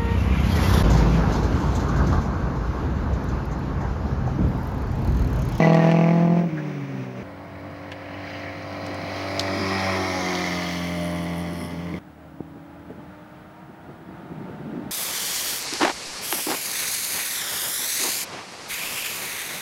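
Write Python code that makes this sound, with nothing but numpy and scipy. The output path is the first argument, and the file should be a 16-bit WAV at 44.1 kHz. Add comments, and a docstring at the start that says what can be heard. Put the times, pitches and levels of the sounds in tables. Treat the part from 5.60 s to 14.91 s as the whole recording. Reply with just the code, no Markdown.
"""Racing cars heard from beside the track, in three moments joined by hard cuts. First a four-cylinder car,
built from single firings ringing its exhaust pipe, pulls away and lifts off, uncovering a small air-cooled
twin ahead. Then a twin drives past flat out: sine partials for its note, noise for clatter, hiss and ticks,
with one loud sharp crack on the way. Last, far cars, made of partials alone, accelerate along the straight
while wind, made of dull noise, buffets the microphone."""
import sys
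import numpy as np
from scipy import signal
from scipy.fft import rfft, irfft
from scipy.io import wavfile
from scipy.ndimage import map_coordinates

SR = 44100
rng = np.random.default_rng(int(sys.argv[2]) if len(sys.argv) > 2 else 0)


def transcribe(u):
    """Save the signal u as a 16-bit wav file named by the first command-line argument.

    u: samples, shape (n,) or (channels, n), limited to [-1, 1]; the rate is SR.
    q: integer samples, one column per channel.
    """
    v = np.clip(np.atleast_2d(u).T, -1, 1)
    q = np.round(v * 32767).astype(np.int16)
    wavfile.write(sys.argv[1], SR, q)


N = 410571
TIME = np.arange(N) / SR

# where one moment gives way to the next: t/s
CUTS_S = (1.63, 6.39)
# Levels of tone colours and orders only compare the parts of one sound; each sound is then scaled to rms 1.
# An order is a partial's multiple of the firing rate.

# --- the four-cylinder
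# strength of each cylinder in firing order: level/dB
CYLINDER_DB = [2.5, 3.5, -1, -8.5]
# tone of the exhaust pipe's boom: f/Hz, level/dB
PIPE_COLOUR = [(60, -60), (120, -15.5), (155, 0.5), (180, 5.5), (215, 3.5), (270, 1.5), (335, -10.5),
               (490, -15), (700, -27.5), (2000, -88.5)]
# tone of the bark of its pressure fronts: f/Hz, level/dB
BARK_COLOUR = [(100, -44), (310, -3.5), (420, -2), (530, -1), (660, 7), (740, 3.5), (830, -0.5), (960, -6),
               (1170, -8), (1400, -38), (2000, -34), (5000, -68.5)]
# tone of the gas rasp: f/Hz, level/dB
RASP_COLOUR = [(700, -11), (1400, -18), (1750, -4), (1950, 2), (2300, -6), (2650, -10), (3200, -17),
               (3900, -16), (4350, -4), (4900, -29), (5600, -23), (6000, -15), (7800, -44), (15000, -47.5)]
# boom, bark, rasp: starting level/dB, loss in dB/s as it drives off, fall in dB/s once the throttle is shut
FOUR_LAYERS = [(-14, 4.5, 132), (-19.5, 13, 702), (-36, 30.5, 703)]
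# tailpipe ring, sinking later as the car turns away: t/s, resonance f/Hz, level/dB
FOUR_RING = [(0, 2600, -40), (.2, 2650, -44), (.32, 2550, -40), (.42, 2380, -39), (.51, 2200, -39),
             (.57, 2100, -56)]
FOUR_RING_WIDTH_HZ = 190  # half width
# under power the firing rate climbs to a top value; the driver eases off, then snaps the throttle shut
FOUR_HZ, FOUR_CLIMB_HZ_PER_S, FOUR_TOP_HZ = 161.3, 13, 172.3
EASE_S, EASE_DB_PER_S, SHUT_S = 0.77, 47, .849
FRONT_LAG_S = .0026
# tyre squeals: start t/s, pitch f/Hz, slide in Hz/s, half width f/Hz, level/dB, attack t/s, decay t/s
SQUEALS = [(0.03, 1995, -800, 20, -29, .02, 0.06), (.16, 1900, -900, 20, -33.5, .05, 0.11),
           (.008, 2380, -4000, 40, -32, .005, .03), (.982, 1650, -2500, 180, -35, 0.012, 0.02)]
# run of the four-cylinder off the throttle: start t/s, end t/s, starting firing rate f/Hz,
# climb in Hz/s, loudest t/s, level/dB, fade in dB/s on either side of the loudest moment
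COAST = (0.85, 1.63, 159.5, -51.5, 1, -28.5, 13)
# its partials: order, level/dB
COAST_ORDERS = [(1, 0), (1.5, -14.5), (2, -4), (3, -35), (4, -27)]
# burbles just after the throttle shuts: t/s, gain level/dB, half length t/s
BURBLES = [(.857, -11, 0.011), (.887, -3, 0.0056), (.932, 5.5, 0.0042)]
# run of the twin ahead of it: columns as in COAST
AHEAD = (0.5, 21, 91, 4.5, 2.5, -33, 3)
# its partials: order, level/dB
AHEAD_ORDERS = [(1, -22.5), (2, -3), (3, -24), (3.5, -21), (4, -8), (4.5, -19), (6, -11.5)]
# tyres and fans of this pair, before random flicker: t/s, level/dB
ROAD = [(0, -27.5), (.8, -36.5), (1.1, -40), (1.63, -40.5)]
# their tone: f/Hz, level/dB
ROAD_COLOUR = [(30, -36), (70, -6), (200, 4.5), (450, 4.5), (700, 2.5), (1400, -4), (2300, -3),
               (3200, -15.5), (4500, -21.5), (6000, -19.5), (7500, -37), (15000, -40.5)]
# reflections off body panels and the steel barrier: lag t/s, share
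PANELS = [(.0011, -0.21), (.0019, -0.13), (.0031, 0.3), (.0047, 0.18)]

# --- wind, cracks and the knock
# slow gusts: t/s, level/dB, half length t/s
GUSTS = [(3.451, -43.5, 0.65), (6.0, -35.5, 0.14), (6.28, -45, 0.14), (8.82, -40.5, 0.51),
         (9.21, -33, 0.11)]
BREEZE_DB = -53  # steady wind beneath the gusts
# single buffets: t/s, peak level/dB, time in which each rises or dies by a factor e t/s
BUFFETS = [(1.593, -35, 0.024), (2.1, -32.5, .02), (3.299, -29, 0.039), (3.984, -23, 0.033),
           (5.923, -28, 0.025), (6, -30, 0.026), (6.347, -22, 0.011), (6.961, -32, 0.017),
           (7.305, -30, 0.018), (7.385, -32, 0.019), (8.101, -32, 0.012), (8.299, -31.5, 0.014),
           (8.49, -29.5, 0.0077), (8.721, -24.5, 0.019), (8.817, -24.5, 0.018), (8.897, -25, 0.019),
           (9.01, -26, 0.0084), (9.181, -19.5, 0.018)]
# tone of the wind: f/Hz, level/dB
WIND_COLOUR = [(25, -39), (70, -26), (110, -10.5), (150, 5.5), (290, 1.5), (400, -5), (600, -17.5),
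               (1000, -32.5), (2500, -65.5), (8000, -72)]
# cracks from the cars and a rattle of the camera: t/s, peak level/dB, ring f/Hz, rise t/s, decay t/s
CRACKS = [(0.133, -20, 2400, .0005, .002), (.146, -24, 4200, .0004, .002), (.169, -20, 2000, .0004, .002),
          (.315, -21, 2500, .0004, .002), (2.318, -27.5, 2700, 0.001, .006),
          (3.265, -29, 5800, 0.0006, 0.0028), (3.344, -37, 6300, 0.001, 0.0026),
          (3.795, -6.5, 4320, 0.0003, 0.003), (3.81, -19, 4470, 0.0003, 0.0013),
          (4.267, -21, 930, 0.0009, 0.0054), (7.303, -29, 450, 0.0015, 0.02)]
# ringing modes of the camera's case: f/Hz, level/dB, decay t/s
CASE_MODES = [(170, -12, 0.0052), (312, 4, 0.0019), (745, -8, 0.0018)]
KNOCK_S, KNOCK_DB = 6.805, -18.5  # peak level
# the soft contact passes only this band: low f/Hz, high f/Hz
KNOCK_BAND_HZ = (110, 640)

# --- the passing twin
# when it is abreast, its speed, and its distance then
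PASS_S, SPEED_M_S, NEAREST_M = 4.7, 27, 21
SOUND_M_S = 343
# revs at the source: t/s, firing rate f/Hz
TWIN_REVS = [(1.63, 87.83), (2.6, 89.4), (4.2, 91.3), (4.8, 90.75), (6.39, 91.83)]
# the side it shows the microphone: t/s, aspect (0 front, 1 side, 2 rear)
ASPECT = [(3.5, 0.034), (4.15, 1.02), (4.8, 1.24), (5.3, 1.87)]
# how it radiates, at the nearest distance: degrees from the nose, then level/dB of exhaust, clatter,
# hiss and ticking
BEAM = [(20.4, -26, -28.5, -34, -57), (37.7, -26, -28, -33, -50.5), (62.3, -24, -27, -36, -48),
        (75, -27, -30.5, -37, -51), (117, -28, -33.5, -34.5, -55.5), (137.3, -23, -35, -37.5, -48.5),
        (157.3, -23, -34.5, -36.5, -56)]
# what air and grass take from exhaust, clatter, hiss and ticking: loss in dB/m
PATH_LOSS = [.04, .19, .3, .33]
# exhaust note from the front: order, level/dB
FRONT = [(1, 3.5), (1.5, -15), (2, -9), (2.5, -25), (3, 4), (3.5, -7), (4, -8), (4.5, -15), (5, -12),
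         (5.5, 2), (6, -1.5), (6.5, 2), (7, 7), (7.5, 0.5), (8, -3), (8.5, -9.5), (9, -9.5), (9.5, -11),
         (10, -14.5), (10.5, -8), (11, -12), (11.5, -8), (12, -16), (12.5, -28), (13, -30), (13.5, -27),
         (14, -30)]
# exhaust note from the side: order, level/dB
FLANK = [(1, 0.5), (1.5, -27), (2, 3), (2.5, -22), (3, 1), (3.5, -1), (4, 4.5), (4.5, -23), (5, -7),
         (5.5, -17), (6, 2), (6.5, -16), (7, -1.5), (7.5, -17), (8, 0.5), (8.5, -15), (9, -2.5), (9.5, -14),
         (10, -24), (10.5, -4), (11, -5), (11.5, -6), (12, -6.5), (12.5, -13), (13, -32), (13.5, -20),
         (14, -7)]
# exhaust note from the rear: order, level/dB
REAR = [(1, -7), (1.5, -24), (2, 2), (2.5, -22), (3, -8), (3.5, -10), (4, -21), (4.5, -30), (5, -15),
        (5.5, -30), (6, -20), (6.5, -30), (7, -8), (7.5, -23), (8, -11), (8.5, -28), (9, -20), (9.5, -32),
        (10, -19), (10.5, -27), (11, -23), (11.5, -27), (12, -21), (12.5, -30), (13, -18), (13.5, -28),
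        (14, -24)]
# how far off it sounds: t/s, farness (0 near to 1 far)
FARNESS = [(2, 0.96), (3.9, 0), (5.6, 0.11), (6.39, 0.95)]
# far off, the note wavers and the grass soaks up a band of it
WAVER_DB, WAVER_S = 1.5, .00022
GRASS_HZ, GRASS_WIDTH_HZ, GRASS_DB = 682, 96, -11
# the barriers throw its note back late, still at its earlier pitch: lag t/s, share
BARRIER_ECHOES = [(.085, .24), (.19, .12)]
# tone of the engine clatter: f/Hz, level/dB
CLATTER_COLOUR = [(30, -45), (70, -33), (200, 1), (450, 4.5), (750, 6), (1100, 5.5), (1350, 5), (1600, 4),
                  (2050, 11.5), (2350, 5), (2700, -5), (3500, -28), (8000, -39)]
# tone of the tyre and fan hiss, one list each for front, side and rear: f/Hz, level/dB
HISS_COLOURS = [
    [(2000, -9.5), (2650, 4), (2950, 2.5), (3200, 0.5), (3450, -5), (3680, 0), (3830, -3), (4100, 5.5),
     (4330, -0.5), (4520, 0), (4800, 3.5), (5050, -4), (5400, -0.5), (5950, -11), (6250, -5), (6700, -18),
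     (7250, -18.5), (7800, -25), (9000, -25.5)],
    [(2000, -15.5), (2800, -10), (3200, 4.5), (3700, 1.5), (4200, 3), (5400, 2), (5900, -2), (6500, -8),
     (7400, -14), (9000, -26)],
    [(2000, -12), (2750, -3), (3000, 5), (3350, 6), (3750, -12), (4300, -3), (4750, -7), (5300, -5.5),
     (6050, -7.5), (6600, -14), (7600, -19), (9000, -19)],
]
# brief swells of the hiss on the approach: t/s, gain level/dB, half length t/s
HISS_SWELLS = [(2.72, 6, 0.12), (3.58, 2.5, 0.078)]
# tone of the ticking: f/Hz, level/dB
TICKING_COLOUR = [(5000, -37), (7800, -16), (9000, -3), (10000, 0.5), (12000, -6), (15500, -24)]
# flurries of ticks from the tailpipe: t/s, gain level/dB, half length t/s
TICK_FLURRIES = [(5.45, 4, 0.018), (5.63, 6, 0.017), (5.79, 11.5, 0.032), (6.03, 16.5, 0.097)]
# sliding bands of hiss: half width f/Hz, path of (t/s, centre f/Hz, level/dB before the end fades)
SWISHES = [(231, [(3.4, 4800, -70), (4.05, 5010, -39.5), (4.4, 5380, -44), (4.8, 5800, -49),
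           (5.15, 6100, -52), (5.75, 5720, -66), (6.02, 5304, -51), (6.25, 5230, -71)]),
           (300.5, [(2.1, 2800, -65), (2.75, 2764, -48), (3.2, 2712, -64)]), (243, [(4.2, 5976, -65),
           (4.6, 6270, -45), (4.9, 6480, -52), (5.4, 6740, -72)]), (304, [(1.63, 1794, -59),
           (2.4, 1889, -48.5), (2.85, 1988, -40), (3.15, 2110, -59), (3.7, 2186, -44.5), (4.3, 2256, -36),
           (4.6, 2254, -70), (5, 2200, -71)])]
# rasp of the tailpipe as the twin drives away: t/s, resonance f/Hz, level/dB
TAILPIPE = [(4.2, 1950, -75), (4.7, 2015, -37), (5.1, 2090, -39.5), (5.5, 2133, -49), (5.9, 2030, -45),
            (6.08, 2056, -59), (6.39, 2195, -49.5)]
TAILPIPE_WIDTH_HZ, OVERTONE_RATIO, OVERTONE_DB = 126, 1.57, -9.5  # half width; overtone against main ring

# --- the far circuit
# roar of the rest of the field, to be raised by 3.5 dB: t/s, level/dB
CIRCUIT = [(1.63, -47), (6.3, -48.5), (6.39, -51.5), (6.9, -52.5), (7.5, -48.5), (8.2, -50), (9.31, -44)]
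# its tone: f/Hz, level/dB
CIRCUIT_COLOUR = [(30, -22.5), (75, 0.5), (120, 1), (190, 7), (260, -15.5), (420, -9.5), (680, -4.5),
                  (920, -9), (1100, -10.5), (1400, -9), (2500, -20.5), (3500, -26), (7000, -41),
                  (15000, -47)]
# runs of the far cars: columns as in COAST
FAR_CARS = [(6.39, 8.8, 132.3, 15.7, 7.54, -47, 5.9), (6.391, 7.45, 150.4, 18.2, 6.9, -51, 3.4),
            (7.801, 9.4, 131.7, 13, 9.3, -39.5, 31)]
# their partials: order, level/dB
FAR_ORDERS = [(1, -22), (2, 0.5), (3, -21), (4, -10.5), (5, -22), (6, -13)]
# run of a far twin: columns as in COAST
FAR_TWIN = (6.5, 7.5, 77, 9, 8.5, -49, 0)
# its partials: order, level/dB
FAR_TWIN_ORDERS = [(1, 0.5), (2, 3.5), (3, -7.5), (7, -10.5), (8, -10.5), (9, -15), (10, -11.5)]
# runs of more twins flat out: columns as in COAST
FAR_DRONES = [(6.4, 9.4, 96.1, 3.5, 8.25, -52.5, 6), (8.4, 9.4, 97.9, 3.5, 9.15, -49, 14)]
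# their partials, only the upper ones carrying: order, level/dB
FAR_DRONE_ORDERS = [(6, -1), (7, 3.5), (8, -0.5), (9, 2.5), (12, -3.5), (13, -5), (14, -4)]

WHINE_HZ, WHINE_DB = 15700, -75  # the camera's electronics, before its top cut


def undb(db):
    """Turn decibels into a gain."""
    return 10 ** (np.asarray(db) / 20)


def unit(x):
    """Scale to rms 1."""
    return x / np.sqrt(np.mean(x ** 2))


def curves(table):
    """Join each column of a table by straight lines in time."""
    times, *columns = np.transpose(table)
    return [np.interp(TIME, times, column) for column in columns]


def during(start, end, fade=0.0021):
    """Give 1 between two times and 0 outside, with straight ramps lasting fade seconds."""
    opening = np.clip((TIME - start) / fade + 1, 0, 1)
    closing = np.clip((end - TIME) / fade + .5, 0, 1)
    return opening * closing


def swells(table):
    """Sum a bell-shaped rise and fall for each (time s, size, half length s)."""
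    return sum(size * np.exp(-((TIME - s) / length) ** 2) for s, size, length in table)


def walk(rate):
    """Drift at random between new values, rate of them a second, with a spread near 1."""
    knots = rng.standard_normal(4096)
    return np.sqrt(3 / 2) * np.interp(TIME * rate, np.arange(len(knots)), knots)


def noise():
    """Make white noise."""
    return rng.standard_normal(N)


def colour(x, points):
    """Ring x through a body with the given (Hz, dB) response that never sounds ahead of time; rms 1."""
    size = 4096
    hz, db = np.transpose(points)
    freqs = np.maximum(np.fft.rfftfreq(size, 1 / SR), 1)
    response_db = np.interp(np.log(freqs), np.log(hz), db)
    # folding the cepstrum forward gives the minimum-phase response
    cepstrum = irfft(np.log(undb(response_db)))
    cepstrum[1:size // 2] *= 2
    cepstrum[size // 2 + 1:] = 0
    impulse = irfft(np.exp(rfft(cepstrum)))
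    return unit(signal.oaconvolve(x, impulse)[:N])


def noise_band(hz, width):
    """Shift dull noise up to a moving centre, making a band of noise around it."""
    dull = colour(noise(), [(width, 0), (6 * width, -32), (30 * width, -70)])
    carrier = np.sin(2 * np.pi * np.cumsum(hz) / SR)
    return unit(dull * carrier)


def reflect(x, stretch):
    """Add near reflections, which comb the sound; the comb slides as their paths stretch."""
    echoes = sum(share * np.interp(TIME - lag * stretch, TIME, x) for lag, share in PANELS)
    return unit(x + echoes)


def firings(hz, wobble):
    """Keep a running count of the firings of a slightly unsteady engine."""
    return np.cumsum(hz * (1 + wobble * walk(45))) / SR


def pulse_train(at, size):
    """Place clicks at fractional sample positions, each shared between two samples."""
    pulses = np.zeros(N + 1)
    whole, part = at.astype(int), at % 1
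    pulses[whole] += size * (1 - part)
    pulses[whole + 1] += size * part
    return unit(pulses[:N])


def puffs(turn, length, scatter_db):
    """Burst noise at every firing, each burst of its own strength; length is a share of the firing gap."""
    strength = undb(scatter_db * rng.standard_normal(4096))
    decay = np.exp(-(turn % 1) / length)
    return unit(noise() * decay * strength[turn.astype(int) % 4096])


def note(turn, orders, levels_db, fading_db, rough):
    """Sum exhaust partials; each fades over the ground and flutters, the high ones most."""
    coarse, out, power = TIME[::64], 0, 0
    for order, db in zip(orders, levels_db):
        fade, flutter = rng.standard_normal((2, 1024))
        fade = map_coordinates(fade, [coarse * 7], order=1, mode="wrap")
        path_db = fading_db * np.tanh(order / 4) * fade
        # half orders come from the mismatch of the cylinders, which changes from cycle to cycle
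        unsteady = rough * np.sqrt(order) * (3 if order % 1 else 1)
        slip = unsteady * map_coordinates(flutter, [coarse * 40], order=1, mode="wrap")
        gain = undb(db)
        phase = 2 * np.pi * (order * turn + rng.random()) + np.interp(TIME, coarse, slip)
        out = out + gain * np.interp(TIME, coarse, undb(path_db)) * np.sin(phase)
        power = power + gain ** 2 / 2
    return out / np.sqrt(power)


def distant_engine(run, orders, fading_db, rough):
    """Play an engine of which only the note carries; its revs change at a steady pace."""
    start, end, start_hz, climb, loudest, db, fade = run
    hz = start_hz + climb * (np.clip(TIME, start, end) - start)
    tone = note(firings(hz, wobble=0.00263), *np.transpose(orders), fading_db, rough)
    level_db = db - fade * np.abs(TIME - loudest)
    return tone * undb(level_db) * during(start, end, fade=0.015)


def four_ring(blown):
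    """Each firing, as strong as its cylinder, swells a short burst at the tailpipe's resonance."""
    hz, db = curves(FOUR_RING)
    spit = np.exp(-(blown % 1) / .25) * undb(CYLINDER_DB)[blown.astype(int) % 4]
    # rounding off the sharp start makes it swell
    spit = signal.sosfilt(signal.butter(2, 400, fs=SR, output="sos"), spit)
    return unit(noise_band(hz, FOUR_RING_WIDTH_HZ) * spit) * undb(db) * during(0, SHUT_S)


def four_cylinder():
    """Four unequal firings a cycle ring the pipe; the strong ones steepen into a bark; gas rasps after each."""
    hz = np.minimum(FOUR_HZ + FOUR_CLIMB_HZ_PER_S * TIME, FOUR_TOP_HZ)
    turn = firings(hz, wobble=0.0025) + 1
    count = np.arange(1, int(turn[-1]))
    at = np.interp(count, turn, np.arange(N))
    size_db = np.array(CYLINDER_DB)[count % 4] + 1.0 * rng.standard_normal(len(count))
    boom = colour(pulse_train(at, undb(size_db)), PIPE_COLOUR)
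    # the steep front rides on the crest of the boom, a little after the valve opens
    late = np.minimum(at + FRONT_LAG_S * SR, N - 1)
    fronts = pulse_train(late, undb(1.23 * size_db))
    blown = turn - FRONT_LAG_S * hz
    cylinder_gain = undb(CYLINDER_DB)[blown.astype(int) % 4]
    gas = unit(cylinder_gain * puffs(blown, length=.15, scatter_db=1.5))
    bark = colour(undb(-13) * gas - fronts, BARK_COLOUR)
    rasp = reflect(colour(gas + undb(-8) * fronts, RASP_COLOUR), stretch=1 + 0.28 * TIME)
    ease_db = -EASE_DB_PER_S * np.clip(TIME - EASE_S, 0, 1)
    shut = np.clip(TIME - SHUT_S, 0, 1)
    out = four_ring(blown)
    for layer, (db, loss, fall) in zip((boom, bark, rasp), FOUR_LAYERS):
        out = out + layer * undb(db - loss * TIME + ease_db - fall * shut)
    return out


def squeals():
    """Tyres scrub in the bend: a narrow, unsteady ring that slides down and fades."""
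    out = 0
    for s, hz, slide, width, db, attack, decay in SQUEALS:
        age = TIME - s
        ring = noise_band(hz + slide * np.clip(age, -2 * attack, 2 * decay), width)
        out = out + ring * undb(db) * np.exp(np.minimum(age / attack, -age / decay))
    return out


def leaving_pair():
    """The four-cylinder lifts off and runs down while the twin ahead keeps pulling; tyres and fans are noise."""
    road_db, = curves(ROAD)
    coast = distant_engine(COAST, COAST_ORDERS, fading_db=2, rough=.26)
    coast = coast * undb(swells(BURBLES) + 1.8 * walk(40))
    ahead = distant_engine(AHEAD, AHEAD_ORDERS, fading_db=2.5, rough=.2) * undb(2.5 * walk(11))
    road = colour(noise(), ROAD_COLOUR) * undb(road_db + 1.64 * walk(20.2))
    return four_cylinder() + squeals() + coast + ahead + road


def wind():
    """Eddies shake the microphone, heard as dull noise in ragged gusts and single thumps."""
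    gusts = swells((s, undb(db), length) for s, db, length in GUSTS)
    strength = np.hypot(undb(BREEZE_DB), gusts)
    flutter_db = 2.2 * walk(35)
    out = colour(noise(), WIND_COLOUR) * strength * undb(flutter_db)
    eddies = colour(noise(), WIND_COLOUR)
    for s, peak_db, length in BUFFETS:
        near = np.flatnonzero(np.abs(TIME - s) < 10 * length)
        thump = eddies[near] * np.exp(-np.abs(TIME[near] - s) / length)
        out[near] += undb(peak_db) * thump / np.abs(thump).max()
    return out


def cracks():
    """Short noise bursts with one broad ring and a faint scatter off the barriers."""
    out = np.zeros(N)
    age = np.arange(-SR // 20, SR // 5) / SR
    after = np.maximum(age, 0)
    scatter = undb(-19) * np.exp(-after / 0.025)
    for s, peak_db, hz, rise, decay in CRACKS:
        shape = np.exp(np.minimum(age, 0) / rise) * (np.exp(-after / decay) + scatter)
        burst = rng.standard_normal(len(age)) * shape
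        hump = [(hz / 5, -17), (hz / 2, -7), (hz, 0), (hz * 1.5, -10), (hz * 2.5, -23), (hz * 10, -50)]
        ring = colour(burst, hump)[:len(age)]
        start = int((s + age[0]) * SR)
        out[start:start + len(age)] += undb(peak_db) * ring / np.abs(ring).max()
    return out


def twin_path():
    """Find the heard firing rate and four layer levels from distance, bearing and Doppler shift."""
    along = SPEED_M_S * (TIME - PASS_S)
    distance = np.hypot(along, NEAREST_M)
    degrees = np.degrees(np.arccos(-along / distance))
    revs, = curves(TWIN_REVS)
    hz = revs / (1 + SPEED_M_S / SOUND_M_S * along / distance)
    spreading_db = 20 * np.log10(NEAREST_M / distance)
    angles, *beams = np.transpose(BEAM)
    levels = []
    for beam, loss in zip(beams, PATH_LOSS):
        levels.append(np.interp(degrees, angles, beam) + spreading_db - loss * (distance - NEAREST_M))
    return hz, levels


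def twin_note(turn, hz, aspect):
    """Blend the partials from nose to tailpipe, soften them when far, and add barrier echoes."""
    orders = np.transpose(FRONT)[0]
    sides = np.array([np.interp(orders, *np.transpose(side)) for side in (FRONT, FLANK, REAR)])
    far, = curves(FARNESS)
    levels = []
    for order, db in zip(orders, sides.T):
        grass_db = GRASS_DB * np.exp(-((order * hz - GRASS_HZ) / GRASS_WIDTH_HZ) ** 2)
        levels.append(np.interp(aspect, np.arange(3), db) + far * grass_db)
    wavering = turn + far * WAVER_S * hz * walk(24)
    tone = note(wavering, orders, levels, fading_db=2.5, rough=.12) * undb(far * WAVER_DB * walk(16))
    # alongside, an echo off the near barrier draws out and sweeps notches through the partials
    alongside = np.clip(1 - np.abs(aspect - 1), 0, 1)
    echo = np.interp(TIME - 0.0706 * (hz.max() / hz - 1), TIME, tone)
    share = .5 * alongside
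    late = sum(part * np.interp(TIME - lag, TIME, tone) for lag, part in BARRIER_ECHOES)
    return (tone + share * echo + alongside * late) / np.hypot(1, share)


def tailpipe(turn):
    """Each firing, strong and weak in turn, spits gas through a drifting resonance of the tailpipe."""
    hz, db = curves(TAILPIPE)
    spit = np.exp(-(turn % 1) / .28) * undb(-4 * (turn.astype(int) % 2) + 1.3 * walk(30))
    overtone = noise_band(hz * OVERTONE_RATIO, TAILPIPE_WIDTH_HZ)
    ring = noise_band(hz, TAILPIPE_WIDTH_HZ) + undb(OVERTONE_DB) * overtone
    return unit(ring * spit) * undb(db)


def swishes():
    """Bright bands of hiss slide, swell and fade as the car goes by."""
    out = 0
    for width, path in SWISHES:
        hz, db = curves(path)
        out = out + noise_band(hz, width) * undb(db) * during(path[0][0], path[-1][0], fade=.3)
    return out


def passing_twin():
    """The note drops and turns from nose to tailpipe; clatter, hiss and ticks beat with the firings."""
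    hz, (exhaust_db, clatter_db, hiss_db, tick_db) = twin_path()
    aspect, = curves(ASPECT)
    turn = firings(hz, wobble=0.002)
    exhaust = twin_note(turn, hz, aspect) * undb(exhaust_db)
    clatter = colour(puffs(turn, length=0.99, scatter_db=2.0) + 1.02 * noise(), CLATTER_COLOUR)
    rush = puffs(turn, length=1.0, scatter_db=3.5) + 1.74 * noise()
    hiss = 0
    for k, side in enumerate(HISS_COLOURS):
        hiss = hiss + colour(rush, side) * np.clip(1 - np.abs(aspect - k), 0, 1)
    # the sharp ticks of the tailpipe beam backwards
    rear = np.clip(aspect - 1, 0, 1)
    sharp = puffs(turn, length=0.092, scatter_db=2.0) * (0.12 + 1.6 * rear) + noise() * (1 - 0.17 * rear)
    sharp = sharp * undb(0.6 * rear * walk(28))  # they come in ragged bursts
    ticks = colour(sharp, TICKING_COLOUR)
    stretch = hz.max() / hz  # Doppler slides the whole comb down with the note
    out = exhaust + tailpipe(turn) + swishes()
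    out = out + reflect(clatter, stretch) * undb(clatter_db)
    out = out + reflect(hiss, stretch) * undb(hiss_db + swells(HISS_SWELLS))
    return out + reflect(ticks, stretch) * undb(tick_db + swells(TICK_FLURRIES))


def circuit_roar():
    """The rest of the field, blurred by distance and trees into coloured noise."""
    roar_db, = curves(CIRCUIT)
    return colour(noise(), CIRCUIT_COLOUR) * undb(roar_db + 3.5 + 0.47 * walk(16))


def far_cars():
    """Several cars climb through the revs along the far straight, each a sum of partials."""
    cars = sum(distant_engine(car, FAR_ORDERS, fading_db=5.0, rough=0.1) for car in FAR_CARS)
    drones = sum(distant_engine(car, FAR_DRONE_ORDERS, fading_db=4, rough=.12) for car in FAR_DRONES)
    return cars + drones + distant_engine(FAR_TWIN, FAR_TWIN_ORDERS, fading_db=6.0, rough=0.072)


def knock():
    """A single dull bump rings the camera's case for a few cycles."""
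    age = np.maximum(TIME - KNOCK_S, 0)
    ring = 0
    for hz, db, decay in CASE_MODES:
        ring = ring + undb(db) * np.exp(-np.minimum(age / decay, 20)) * np.sin(2 * np.pi * hz * age)
    contact = signal.butter(2, KNOCK_BAND_HZ, "bandpass", fs=SR, output="sos")
    ring = signal.sosfilt(contact, ring)
    return undb(KNOCK_DB) * ring / np.abs(ring).max()


def scene():
    """Play the three moments in turn, with wind and a faint even hiss throughout."""
    first, second = CUTS_S
    cars = leaving_pair() * during(0, first)
    cars = cars + passing_twin() * during(first, second)
    cars = cars + far_cars() * during(second, 10)
    roar = circuit_roar() * during(first, 10)
    even_hiss = undb(-70.0) * noise()
    return (cars + roar + cracks() + knock() + wind() + even_hiss)[None]


def record(dry):
    """The camera adds a faint electronic whine and cuts the top."""
    whine = undb(WHINE_DB) * unit(np.sin(2 * np.pi * WHINE_HZ * TIME))
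    top_cut = signal.ellip(10, .2, 80, 15800, fs=SR, output="sos")
    return signal.sosfilt(top_cut, dry + whine)


dry = scene()
out = record(dry)
transcribe(out)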